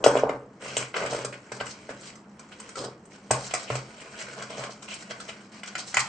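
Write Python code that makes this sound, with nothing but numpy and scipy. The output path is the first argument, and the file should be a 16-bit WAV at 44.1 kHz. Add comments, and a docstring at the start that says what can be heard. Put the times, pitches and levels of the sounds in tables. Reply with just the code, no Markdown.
"""A hollow knock and a clink of glass: two hands turn a split block of hardened foam on a glass-strewn table.
It knocks and drags, then they prise at the cut: the crust grinds, crackles and snaps.
Blows and random slips excite resonances of cavity, shell and crust; glass is decaying sines.
The table top booms, noise tails make a small live room, and shaped noise a faint ventilation hum."""
import sys
import numpy as np
from scipy import signal
from scipy.io import wavfile

SR = 44100
rng = np.random.default_rng(int(sys.argv[2]) if len(sys.argv) > 2 else 0)


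def bounce(signal):
    """Save signal as a 16-bit WAV file at the path given by the first command-line argument."""
    frames = np.transpose(np.atleast_2d(signal))
    limited = np.clip(frames, -1, 1)
    pcm = np.round(limited * 32767).astype(np.int16)
    wavfile.write(sys.argv[1], SR, pcm)


N = 268128

# Table levels are relative; the playing functions add gains. width_hz is per resonator pass.


def from_db(db):
    """Amplitude ratio of a level in dB."""
    return 10 ** (np.asarray(db) / 20)


def sides_db(left_right_db):
    """Split a left-right level difference evenly over the two sides."""
    return np.array([[left_right_db / 2], [-left_right_db / 2]])


def rms_one(x):
    """Scale to an RMS of 1."""
    return x / np.sqrt(np.mean(x ** 2) + 1e-20)


def unit_energy(x):
    """Scale to a summed energy of 1."""
    return x / np.sqrt(np.sum(x ** 2) + 1e-20)


def at_hz(points, hz):
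    """Read a (hz, value) curve on a log frequency axis."""
    curve = np.array(points)
    return np.interp(np.log(hz), np.log(curve[:, 0]), curve[:, 1])


def add(out, start_s, sound):
    """Mix a sound in from start_s on."""
    i = int(np.clip(round(start_s * SR), 0, N - 1))
    out[..., i:i + sound.shape[-1]] += sound[..., :N - i]


def drift(size, rate_hz):
    """A random wander of spread 1."""
    steps = rng.standard_normal(4096)
    return rms_one(np.interp(np.arange(size) / SR * rate_hz, np.arange(len(steps)), steps))


def resonate(x, hz, width_hz):
    """Two-pole resonance with gain 1 on top."""
    r = np.exp(-np.pi * width_hz / SR)
    zeros = np.array([1, 0, -1]) * (1 - r * r) / 2
    poles = [1, -2 * r * np.cos(2 * np.pi * hz / SR), r * r]
    return signal.lfilter(zeros, poles, x + 1e-18)


def resonate_twice(x, hz, width_hz):
    """Two equal resonances in series: rings swell before they decay."""
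    return resonate(resonate(x, hz, width_hz), hz, width_hz)


def glide(x, hz, width_hz):
    """A resonance whose centre moves: shift down to 0 Hz, low-pass, shift back."""
    turn = np.exp(2j * np.pi * np.cumsum(hz) / SR)
    r = np.exp(-np.pi * width_hz / SR)
    return 2 * np.real(turn * signal.lfilter([(1 - r) ** 2], [1, -2 * r, r * r], x / turn + 1e-18))


def response(modes, size, order=2):
    """A part's ring after one click; at order 2 each mode swells over a few cycles."""
    out = np.zeros(size)
    for k, (hz, width_hz, db) in enumerate(modes):
        ring = signal.unit_impulse(size)
        for _ in range(order):
            ring = resonate(ring, hz, width_hz)
        out += (-1) ** k * from_db(db) * ring
    return unit_energy(out)


def tilted(modes, db_per_octave, pivot_hz):
    """Modes re-levelled along a slope that is 0 dB at pivot_hz."""
    return [(hz, width_hz, db + db_per_octave * np.log2(hz / pivot_hz)) for hz, width_hz, db in modes]


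def grains(shape, per_s, spread_db):
    """Cell walls break at random moments, most of them tiny and a few large."""
    sizes = from_db(spread_db * np.minimum(rng.exponential(1, shape), 4))
    return sizes * rng.choice([-1, 1], shape) * (rng.random(shape) < per_s / SR)


def stereo_grains(size, per_s, spread_db, width):
    """Fractures scattered over the block reach the two sides partly alike and partly different."""
    mid, side = grains((2, size), per_s, spread_db)
    return rms_one(rms_one(mid) + width * rms_one(side) * [[1], [-1]])


# left-right correlation of diffuse sound: hz, correlation_0_to_1
LIKENESS_CURVE = [(200, 0.98), (600, 0.42), (1100, 0.5), (2500, 0.76), (8000, 0.7)]


def noise_bands(size):
    """Yield (hz, half-octave band) of stereo noise with frequency-dependent left-right likeness."""
    edges_hz = 22 * 2 ** np.arange(0, 9.1, .5)
    white = rng.standard_normal((2, 2, size))
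    for k, (low_hz, high_hz) in enumerate(zip(edges_hz, edges_hz[1:])):
        band_pass = signal.butter(2, [low_hz, high_hz], "band", fs=SR, output="sos")
        mid, side = signal.sosfilt(band_pass, white[k % 2])  # neighbours use different noise
        hz = np.sqrt(low_hz * high_hz)
        alike = np.clip(at_hz(LIKENESS_CURVE, hz), 0, 1)
        yield hz, np.sqrt(1 + alike) * mid + np.sqrt(1 - alike) * side * [[1], [-1]]


MONO_BELOW_HZ = 870


def narrow(x):
    """Keep the bass centred: high-pass the side signal."""
    mid, side = (x[0] + x[1]) / 2, (x[0] - x[1]) / 2
    high_pass = signal.butter(8, MONO_BELOW_HZ, "high", fs=SR, output="sos")
    return mid + signal.sosfilt(high_pass, side) * np.array([[1], [-1]])


# ventilation spectrum: hz, density_db (per Hz)
AIR_SPECTRUM = [(25, -29.5), (45, -18), (62, -6.5), (90, -12.5), (130, 0), (200, -4), (290, 0), (420, -3.5),
                (800, -8), (1600, -15.5), (3200, -44), (8000, -46.5)]
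RUSH_DB, HUM_HZ, HUM_DB = -52.5, 204, -54.5


def ventilation(wander_hz):
    """A low rush of air with a wavering hum; level of the lowest bands drifts."""
    wander_db = 2.5 * drift(N, wander_hz)
    rush = sum(band * from_db(at_hz(AIR_SPECTRUM, hz) + wander_db * (hz < 85))
               for hz, band in noise_bands(N))
    hum = rms_one(resonate_twice(rng.standard_normal(N), HUM_HZ, 30))
    return from_db(RUSH_DB) * narrow(rms_one(rush)) + from_db(HUM_DB) * hum


STROKE_SAG_DB_PER_S, STROKE_RELEASE_S = 19.5, 0.0076


def stroke(length_s, swell_share):
    """A stroke swells over a share of its length, slackens slowly and lets go."""
    t = np.arange(int((length_s + .2) * SR)) / SR
    rise = np.minimum(t / max(swell_share * length_s, 1 / SR), 1)
    release = np.exp(-np.maximum(t - length_s, 0) / STROKE_RELEASE_S)
    return rise * from_db(-STROKE_SAG_DB_PER_S * t) * release


# light rubbing of the palms: time_s, level_db
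PALM_GRIP = [(0, -64.5), (0.32, -63), (0.48, -72.5), (0.8, -55), (1.42, -59), (1.749, -54), (2.101, -59.5),
             (2.28, -69), (2.719, -51.5), (3.0, -69), (3.28, -59), (3.569, -48), (3.88, -54), (4.33, -47),
             (4.8, -60.5), (5.33, -51.5), (5.5, -63.5), (6.08, -48)]
GRIP_CAVITY_DB, GRIP_CRUST_DB = -4.5, -4.5  # re shell
# block dragged or rolled on the table: start_s, length_s, swell_share, cavity_db, shell_db, crust_db
BLOCK_DRAGS = [(0, 0.044, 0, -38, -60.5, -65.5), (0.039, 0.16, 0.25, -33, -37, -43),
               (0.207, 0.15, 0.11, -36, -49, -67), (0.594, 0.18, 0.34, -43, -40.5, -46),
               (0.772, 0.057, 0.5, -37.5, -34, -40), (0.944, 0.14, 0.11, -35.5, -36, -45),
               (1.057, 0.11, 0.5, -36, -37.5, -42.5), (1.171, 0.061, 0.17, -39, -41, -45.5),
               (1.256, 0.1, 0.4, -49.5, -56, -59), (1.532, 0.04, 0.2, -48, -51, -51.5),
               (1.898, 0.01, 0, -38, -41, -47.5), (2.765, 0.105, 0.15, -38.5, -57.5, -69),
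               (3.313, 0.06, 0.15, -35.5, -40, -45), (3.676, 0.087, 0.55, -40, -42.5, -44),
               (3.762, 0.026, 0.3, -43.5, -40.5, -44.5), (4.343, 0.099, 0.5, -43, -45, -47.5),
               (4.499, 0.18, 0.01, -43.5, -46.5, -52.5), (4.568, 0.095, 0.13, -39, -40.5, -47.5),
               (5.098, 0.023, 0.37, -42, -40, -46)]
# fingers slide over the crust: start_s, length_s, level_db, brightness_db (crust re shell)
FINGER_SLIDES = [(0.637, 0.084, -56, 3), (0.828, 0.028, -46, -5), (1.322, 0.016, -42.5, -7.5),
                 (1.648, 0.073, -52.5, 7.5), (1.988, 0.063, -53.5, -1.5), (2.046, 0.057, -51.5, 2),
                 (2.514, 0.023, -48, -10.5), (2.755, 0.096, -46, 3.5), (3.099, 0.062, -55, -5),
                 (3.346, 0.13, -50.5, 8), (3.561, 0.085, -61, 15), (3.996, 0.026, -45.5, -2),
                 (4.179, 0.046, -42.5, -0.5), (4.691, 0.042, -56.5, 3.5), (4.818, 0.042, -51, 2),
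                 (4.876, 0.09, -47, 1), (4.973, 0.059, -52.5, -2), (5.206, 0.013, -47.5, -1),
                 (5.28, 0.018, -40, -6.5), (5.507, 0.096, -52, -4.5), (5.656, 0.03, -49, 4.5),
                 (5.778, 0.026, -40.5, 5), (5.859, 0.049, -55, 12.5), (5.991, 0.013, -41.5, 10.5)]
SLIDE_CAVITY_DB, SLIDE_SWELL_SHARE = -7, 0.25  # fingers stir the cavity less


def friction():
    """Drive of cavity, shell and crust: powers of grip, drags and finger slides add up."""
    grip_db = np.interp(np.arange(N) / SR, *np.transpose(PALM_GRIP))
    power = from_db([grip_db + GRIP_CAVITY_DB, grip_db, grip_db + GRIP_CRUST_DB]) ** 2
    for start_s, length_s, swell_share, *parts_db in BLOCK_DRAGS:
        add(power, start_s, np.outer(from_db(parts_db), stroke(length_s, swell_share)) ** 2)
    for start_s, length_s, level_db, brightness_db in FINGER_SLIDES:
        push = from_db(level_db) * stroke(length_s, SLIDE_SWELL_SHARE)
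        add(power, start_s, np.outer(from_db([SLIDE_CAVITY_DB, 0, brightness_db]), push) ** 2)
    return np.sqrt(power)


# cavity pitch as the block is rolled, laid flat and squeezed: time_s, pitch_hz
CAVITY_PITCH_PATH = [(0, 586), (0.23, 565), (2.0, 570), (2.79, 514), (2.845, 585), (2.89, 475), (3.31, 598),
                     (3.54, 694), (3.7, 608), (4.65, 632), (5.6, 673), (6, 815)]


def cavity_pitch_hz(time_s):
    """The hollow's pitch follows how the block lies and is held."""
    return np.interp(time_s, *np.transpose(CAVITY_PITCH_PATH))


# rubbed cavity modes: pitch_multiple, width_hz, level_db
RUBBED_CAVITY_MODES = [(0.76, 200, -5.5), (1.0, 140.7, -1.5), (1.35, 367, -13)]
# shell modes: hz, width_hz, level_db
SHELL_MODES = [(1055, 404, 9.9), (1477, 465, 9.5), (2144, 700, 7.1), (2820, 1260, 0.15)]
# crust modes: hz, width_hz, level_db
CRUST_MODES = [(4030, 4000, -1.7), (5830, 1960, -0.79), (7376, 1340, 1), (8380, 540, 0.077)]
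RUB_TILT_DB_PER_OCTAVE_PER_DB, RUB_PIVOT_HZ = 1, 1690  # per dB of shell drive over cavity drive


def rubbing(force, cavity_db, shell_db, crust_db, wander_db, wander_hz, judder_db, judder_hz):
    """Random slips shake cavity, shell and crust; shell and crust modes waver in level."""
    stick_slip = rms_one(from_db(judder_db * drift(N, judder_hz)))
    pitch_hz = cavity_pitch_hz(np.arange(N) / SR)
    cavity = 0
    for multiple, width_hz, db in RUBBED_CAVITY_MODES:
        slips = stereo_grains(N, per_s=900, spread_db=2.5, width=0.03)
        cavity = cavity + from_db(db) * glide(slips, multiple * pitch_hz, width_hz)
    out = from_db(cavity_db) * force[0] * rms_one(cavity)
    shell_tilt = RUB_TILT_DB_PER_OCTAVE_PER_DB * 20 * np.log10(force[1] / force[0])
    parts = [(force[1], tilted(SHELL_MODES, shell_tilt, RUB_PIVOT_HZ), shell_db, (480, 3, 0.63)),
             (force[2], CRUST_MODES, crust_db, (600, 2.5, 0.57))]
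    for push, modes, part_db, (per_s, spread_db, width) in parts:
        rings = 0
        for hz, width_hz, db in modes:
            slips = stereo_grains(N, per_s, spread_db, width)
            moving_level = from_db(db + wander_db * drift(N, wander_hz))  # touching point moves
            rings = rings + moving_level * resonate_twice(slips, hz, width_hz)
        out = out + from_db(part_db) * push * rms_one(rings)
    return out * stick_slip


# flakes of crust snap: start_s, pitch_hz, level_db, overtone_db, left_right_db
FLAKE_SNAPS = [(0.0405, 2820, -26.5, -12, 7), (0.293, 2030, -40, -7, 5), (0.768, 2900, -27, -4, 3),
               (1.25, 2410, -38, 7.5, -1), (3.311, 2290, -26, 9, 1), (3.538, 2250, -32, -5, -1),
               (5.109, 1960, -45.5, -8, -1), (5.294, 2270, -42, -14, -2), (5.633, 2160, -43, -13, 5),
               (5.753, 1420, -37.5, -13, -1), (5.754, 2030, -35.5, -7, 6), (5.943, 1970, -32, -15, 1),
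               (5.945, 1980, -27, 14, -5), (5.97, 2030, -19.5, -7.5, 9.5), (5.994, 2130, -31, 10, -6)]
OVERTONE_RATIO, OVERTONE_WIDTH_HZ, FLAKE_WIDTH_SHARE = 3.47, 520, 0.38  # share of pitch_hz


def snaps(snap_db):
    """One clean break sets each flake's two modes ringing."""
    out = np.zeros((2, N))
    for start_s, pitch_hz, level_db, overtone_db, left_right_db in FLAKE_SNAPS:
        modes = [(pitch_hz, FLAKE_WIDTH_SHARE * pitch_hz, 0),
                 (OVERTONE_RATIO * pitch_hz, OVERTONE_WIDTH_HZ, overtone_db)]
        gain = from_db(snap_db + level_db + sides_db(left_right_db))
        add(out, start_s, gain * response(modes, size=2048))
    return out


# block rocks and knocks: start_s, level_db, crunch_db (shell re cavity),
# brightness_db (crust re shell), left_right_db
BLOCK_KNOCKS = [(0.041, -18.5, -4.5, -0.5, 4), (0.062, -8.5, -20.5, -1, 16.5),
                (0.153, -19, -12.5, -13, -0.5), (0.168, -21.5, -10, -22, 0), (0.234, -16, -23, -14, 0),
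                (0.27, -28.5, -31, -12, -1), (0.294, -22.5, -8, -16.5, 1.5), (0.767, -29, -3, 7.5, -0.5),
                (1.013, -35.5, -4, -9, -1), (1.025, -34.5, -8, -8, 0), (1.051, -31, -11, -8, -1),
                (1.127, -30.5, -6, -14, -1), (1.146, -31, -7, -4, 0), (1.247, -30, -4.5, 3.5, 3),
                (1.518, -36, -1.5, -0.5, -1), (1.608, -33.5, 0, -8.5, -1), (1.891, -35.5, -4, -10, 0),
                (2.884, -38, -33, -11, 0), (3.306, -35, 0, -17, -2), (3.309, -21.5, -5, 7.5, 0),
                (3.333, -35.5, 1, -13, 2.5), (3.537, -29, 0.5, 3.5, -0.5), (3.548, -37, 4.5, 0.5, 1),
                (3.701, -28, -2.5, -12, 0), (3.753, -32, -3, 2, -0.5), (4.503, -43, 1.5, -2.5, -1),
                (4.693, -41.5, -10, -15, 0)]
# crust cracks under the fingers: start_s, level_db, brightness_db (crust re shell), left_right_db
CRUST_CRACKS = [(0.776, -45, 19, 4), (0.941, -29.5, -17, -0.5), (0.964, -28.5, -8, 2), (1.06, -36, -0.5, 1),
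                (1.601, -34, -14, 1.5), (1.665, -39, -1.5, 2), (2.155, -51, 1, -3), (2.393, -46.5, 1, 1),
                (2.599, -46, 6.5, 2), (2.69, -48, 4.5, 1), (2.755, -38.5, -2.5, 0), (3.053, -70.5, 18, -2),
                (3.509, -36.5, -5, 2), (4.213, -40, -12, -1), (4.396, -47, -7, 0), (4.423, -37.5, -1, 1),
                (4.636, -36.5, -5, 1), (4.823, -46.5, -6, 3), (4.883, -42.5, -12, 1), (4.917, -46, -6, 2),
                (4.939, -51, 13.5, 2), (5.108, -40, -7, -4), (5.201, -40.5, -0.5, -2), (5.29, -39, -5, 0),
                (5.633, -39, -4, -2), (5.676, -42, -1, -4), (5.752, -31.5, -7, 0), (5.785, -41, -5, 0),
                (5.942, -29, -1.5, 0), (5.968, -27, -0.5, -3), (5.975, -26.5, -4.5, 6),
                (5.994, -39, -1, -8)]
CRACK_CAVITY_DB = -10  # a crack hardly stirs the cavity
CRUMBS_PER_S, CRUMB_DB, CRUMB_SPREAD_DB = 9, -5.5, 2.5  # levels re rubbing


def blows(force):
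    """List knocks, cracks and random crumbs: start_s, cavity_db, shell_db, crust_db, left_right_db."""
    knocks = [(start_s, db, db + crunch_db, db + crunch_db + brightness_db, left_right_db)
              for start_s, db, crunch_db, brightness_db, left_right_db in BLOCK_KNOCKS]
    cracks = [(start_s, db + CRACK_CAVITY_DB, db, db + brightness_db, left_right_db)
              for start_s, db, brightness_db, left_right_db in CRUST_CRACKS]
    crumbs = []
    for k, (when, size) in enumerate(rng.random((64, 2))):  # one per equal time slot
        start_s = (k + when) / CRUMBS_PER_S
        if start_s * SR < N:
            rub_db = 20 * np.log10(force[:, int(start_s * SR)])
            crumbs.append((start_s, *(rub_db + CRUMB_DB + CRUMB_SPREAD_DB * (2 * size - 1)), 0))
    return knocks + cracks + crumbs


# struck cavity modes: pitch_multiple, width_hz, level_db
STRUCK_CAVITY_MODES = [(0.479, 37.3, -5.5), (0.737, 148, -2), (1.001, 179, 2), (1.55, 320, -11.5)]
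CRUST_TILT_DB_PER_OCTAVE, CRUST_TILT_PER_BRIGHT_DB = 5.5, 0.97  # brighter: highest modes gain
SHELL_TILT_PER_CRUNCH_DB = 0.34  # dB per octave: dull knocks ring low modes, cracks high ones


def contacts(rows, cavity_gain_db, shell_gain_db, crust_gain_db, cavity_crumble, shell_crumble,
             crust_crumble, crumble_s, width, mode_spread_db, cavity_pan_share):
    """Each contact is one blow and a short run of small fractures; crust rings mostly with the fractures."""
    size = SR // 8
    t, out = np.arange(size) / SR, np.zeros((2, N))
    for start_s, cavity_db, shell_db, crust_db, left_right_db in rows:
        pitch_hz = cavity_pitch_hz(start_s)
        cavity = response([(k * pitch_hz, w, db) for k, w, db in STRUCK_CAVITY_MODES], size)
        shell_tilt = SHELL_TILT_PER_CRUNCH_DB * (shell_db - cavity_db)
        shell_modes = [(hz, w, db + mode_spread_db * rng.normal())
                       for hz, w, db in tilted(SHELL_MODES, shell_tilt, SHELL_MODES[0][0])]
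        shell = response(shell_modes, size)
        crust_tilt = CRUST_TILT_DB_PER_OCTAVE + CRUST_TILT_PER_BRIGHT_DB * (crust_db - shell_db)
        crust = response(tilted(CRUST_MODES, crust_tilt, CRUST_MODES[0][0]), size)
        dying = np.exp(-t / crumble_s) * (t + 0.00011)
        run = unit_energy(stereo_grains(size, per_s=5000, spread_db=2.0, width=width) * dying)
        pan_db = sides_db(left_right_db)
        parts = [  # the cavity radiates as one: same run on both sides
            (cavity, cavity_db + cavity_gain_db + cavity_pan_share * pan_db, cavity_crumble * run[[0, 0]]),
            (shell, shell_db + shell_gain_db + pan_db, shell_crumble * run),
            (crust, crust_db + crust_gain_db + pan_db, crust_crumble * run)]
        for ring, db, breaks in parts:
            crumbling = signal.fftconvolve(breaks, ring[None])[:, :size]
            add(out, start_s, from_db(db) * unit_energy(ring + crumbling))
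    return out


# jolts of a glass shard: start_s, level_db
GLASS_JOLTS = [(0.045, -18), (0.071, -40), (0.079, -16.5), (0.186, -58), (0.213, -59)]
# shard modes: hz, level_db, t60_s
GLASS_MODES = [(3240, -14, 0.042), (6150, -12.5, 0.061), (8450, -11.5, 0.039)]


def shard(left_right_db):
    """Every jolt rings the modes of the glass with strengths of its own."""
    t, out = np.arange(SR // 2) / SR, np.zeros(N)
    for start_s, level_db in GLASS_JOLTS:
        for hz, mode_db, t60_s in GLASS_MODES:
            decay_db = level_db + mode_db + rng.normal(0, 0.63) - 60 * t / t60_s
            add(out, start_s, from_db(decay_db) * np.sin(2 * np.pi * hz * t))
    return out * from_db(sides_db(left_right_db))


# table modes: hz, width_hz, level_db
TABLE_MODES = [(58, 9, -32), (129, 3.6, 11), (197, 54, -9), (260.4, 25, -6)]
# block's whole weight drops on the table: start_s, thud_db, slap_db, boom_db
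BLOCK_LANDINGS = [(0.254, -35, -48.5, -57), (0.769, -49, -61, -38.5), (1.247, -61, -46, -48),
                  (1.518, -63, -48, -44.5), (1.609, -38, -43.5, -44), (2.8, -64, -65, -42),
                  (3.307, -27, -34.5, -29), (3.704, -31.5, -63, -28.5), (5.97, -34, -36, -40.5)]
# boom starts flat under the load, then rises to its own pitch
BOOM_HZ, BOOM_SAG_HZ, BOOM_SETTLE_S, BOOM_SWELL_S = 134.5, 10.5, 0.12, 0.026


def table(force, knock_db, drag_db, lag_s):
    """The table rings just after each knock, booms under landings and murmurs with the rubbing."""
    pushes, booms, t = np.zeros(N), np.zeros(N), np.arange(SR // 2) / SR
    for start_s, level_db, *_ in BLOCK_KNOCKS:
        add(pushes, start_s + lag_s, from_db([level_db + knock_db]))
    hz = BOOM_HZ - BOOM_SAG_HZ * np.exp(-t / BOOM_SETTLE_S)
    swell = t / BOOM_SWELL_S * np.exp(1 - t / BOOM_SWELL_S)
    boom = swell * np.sin(2 * np.pi * np.cumsum(hz) / SR)
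    for start_s, _, _, boom_db in BLOCK_LANDINGS:
        add(booms, start_s, from_db(boom_db) * boom)
    drag = from_db(drag_db) * force * rng.standard_normal(N)
    ringing = signal.oaconvolve(pushes, response(TABLE_MODES, size=SR, order=1))
    murmur = signal.oaconvolve(drag, response(TABLE_MODES[1:], size=SR, order=1))
    return booms + (ringing + murmur)[:N]


# thud modes: hz, width_hz, level_db
THUD_MODES = [(32, 24, -11), (56, 24, -4), (85, 234, -3.5)]
# modes of flat faces slapping together: hz, width_hz, level_db
SLAP_MODES = [(810, 350, 12.4), (1144, 230, 1.1), (1546, 110, 9.5)]


def landings(thud_gain_db, slap_gain_db):
    """Each landing gives a woody slap and a deep thud of the table legs."""
    out = np.zeros(N)
    thud, slap = response(THUD_MODES, size=16384), response(SLAP_MODES, size=16384)
    for start_s, thud_db, slap_db, _ in BLOCK_LANDINGS:
        add(out, start_s, from_db(thud_gain_db + thud_db) * thud + from_db(slap_gain_db + slap_db) * slap)
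    return out


# crust edges grind on each other: start_s, length_s, level_db, pitch_hz
EDGE_GRINDS = [(0.629, 0.17, -48, 2700), (0.941, 0.039, -44, 2860), (1.039, 0.2, -49, 3130),
               (1.326, 0.022, -50, 2260), (1.906, 0.015, -53, 2550), (3.672, 0.062, -44, 2500),
               (3.971, 0.29, -56, 2350), (4.189, 0.04, -49, 2980), (4.486, 0.17, -49.5, 3100),
               (4.878, 0.062, -41.5, 2630), (5.287, 0.017, -52, 2400)]


def grinding(slips_per_s, spread_db, width_hz, swell_share):
    """Two edges catch and slip unevenly, each pair ringing at a pitch of its own."""
    out = np.zeros((2, N))
    for start_s, length_s, level_db, pitch_hz in EDGE_GRINDS:
        push = stroke(length_s, swell_share)
        slips = stereo_grains(len(push), slips_per_s, spread_db, width=0.59)
        add(out, start_s, from_db(level_db) * push * rms_one(resonate_twice(slips, pitch_hz, width_hz)))
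    return out


# reflection colour: hz, level_db
REFLECTION_COLOUR = [(150, -2), (580, -3), (800, -1), (1100, 4.5), (2500, 1.5), (5000, 6), (8000, -3.5)]
# room decay: hz, t60_s
ROOM_DECAY = [(100, 0.7), (500, 0.42), (1500, 0.3), (4000, 0.22), (8000, 0.22)]


def room(hits, rub, rub_send_db, early_db, early_s, late_db, build_s):
    """Blows bounce off table and hands; blows and rubbing leave a diffuse tail, shorter in the treble."""
    t = np.arange(SR * 3 // 4) / SR
    early = sum(band * from_db(at_hz(REFLECTION_COLOUR, hz)) for hz, band in noise_bands(len(t)))
    early = early * np.exp(-t / early_s) * (t > .001)
    late = sum(band * from_db(at_hz(REFLECTION_COLOUR, hz) - 60 * t / at_hz(ROOM_DECAY, hz))
               for hz, band in noise_bands(len(t)))
    late = late * (1 - np.exp(-t / build_s))
    bounces = signal.oaconvolve(hits, from_db(early_db) * unit_energy(early), axes=1)
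    sent = hits + from_db(rub_send_db) * rub
    tail = signal.oaconvolve(sent, from_db(late_db) * unit_energy(late), axes=1)
    return hits + rub + narrow((bounces + tail)[:, :N])


def scene():
    """Blows, rubbing and glass sound in the room, over the table's boom and the ventilation."""
    force = friction()
    rub = rubbing(force, cavity_db=0.5, shell_db=0.07, crust_db=1.0, wander_db=2.5, wander_hz=45.18,
                  judder_db=2, judder_hz=217.6)
    rub = rub + grinding(slips_per_s=550, spread_db=1.5, width_hz=990, swell_share=0.075)
    boom = table(force[0], knock_db=6.5, drag_db=-7.0, lag_s=0.0057)
    air = ventilation(wander_hz=8)
    hits = contacts(blows(force), cavity_gain_db=30.0, shell_gain_db=27.0, crust_gain_db=26.5,
                    cavity_crumble=0.12, shell_crumble=3.6, crust_crumble=8.1, crumble_s=0.0023,
                    width=0.63, mode_spread_db=4.5, cavity_pan_share=0.31)
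    near = hits + snaps(snap_db=24) + landings(thud_gain_db=20.0, slap_gain_db=37)
    near = near + shard(left_right_db=-3.0)
    block = room(near, narrow(rub), rub_send_db=-1.0, early_db=-2.5, early_s=0.011,
                 late_db=-2.5, build_s=0.0017)
    return block + boom + air


DIP_HZ, DIP_WIDTH_HZ, DIP_DEPTH = 3586, 206, 0.59  # depth: share of amplitude removed
CUTOFF_HZ = 8660


def record(dry):
    """A narrow treble dip, hard clipping at full scale, then a steep low-pass."""
    dipped = dry - DIP_DEPTH * resonate(dry, DIP_HZ, DIP_WIDTH_HZ)
    low_pass = signal.ellip(12, .1, 75, CUTOFF_HZ, fs=SR, output="sos")
    return signal.sosfilt(low_pass, np.clip(dipped, -1, 1))


dry = scene()
out = record(dry)
bounce(out)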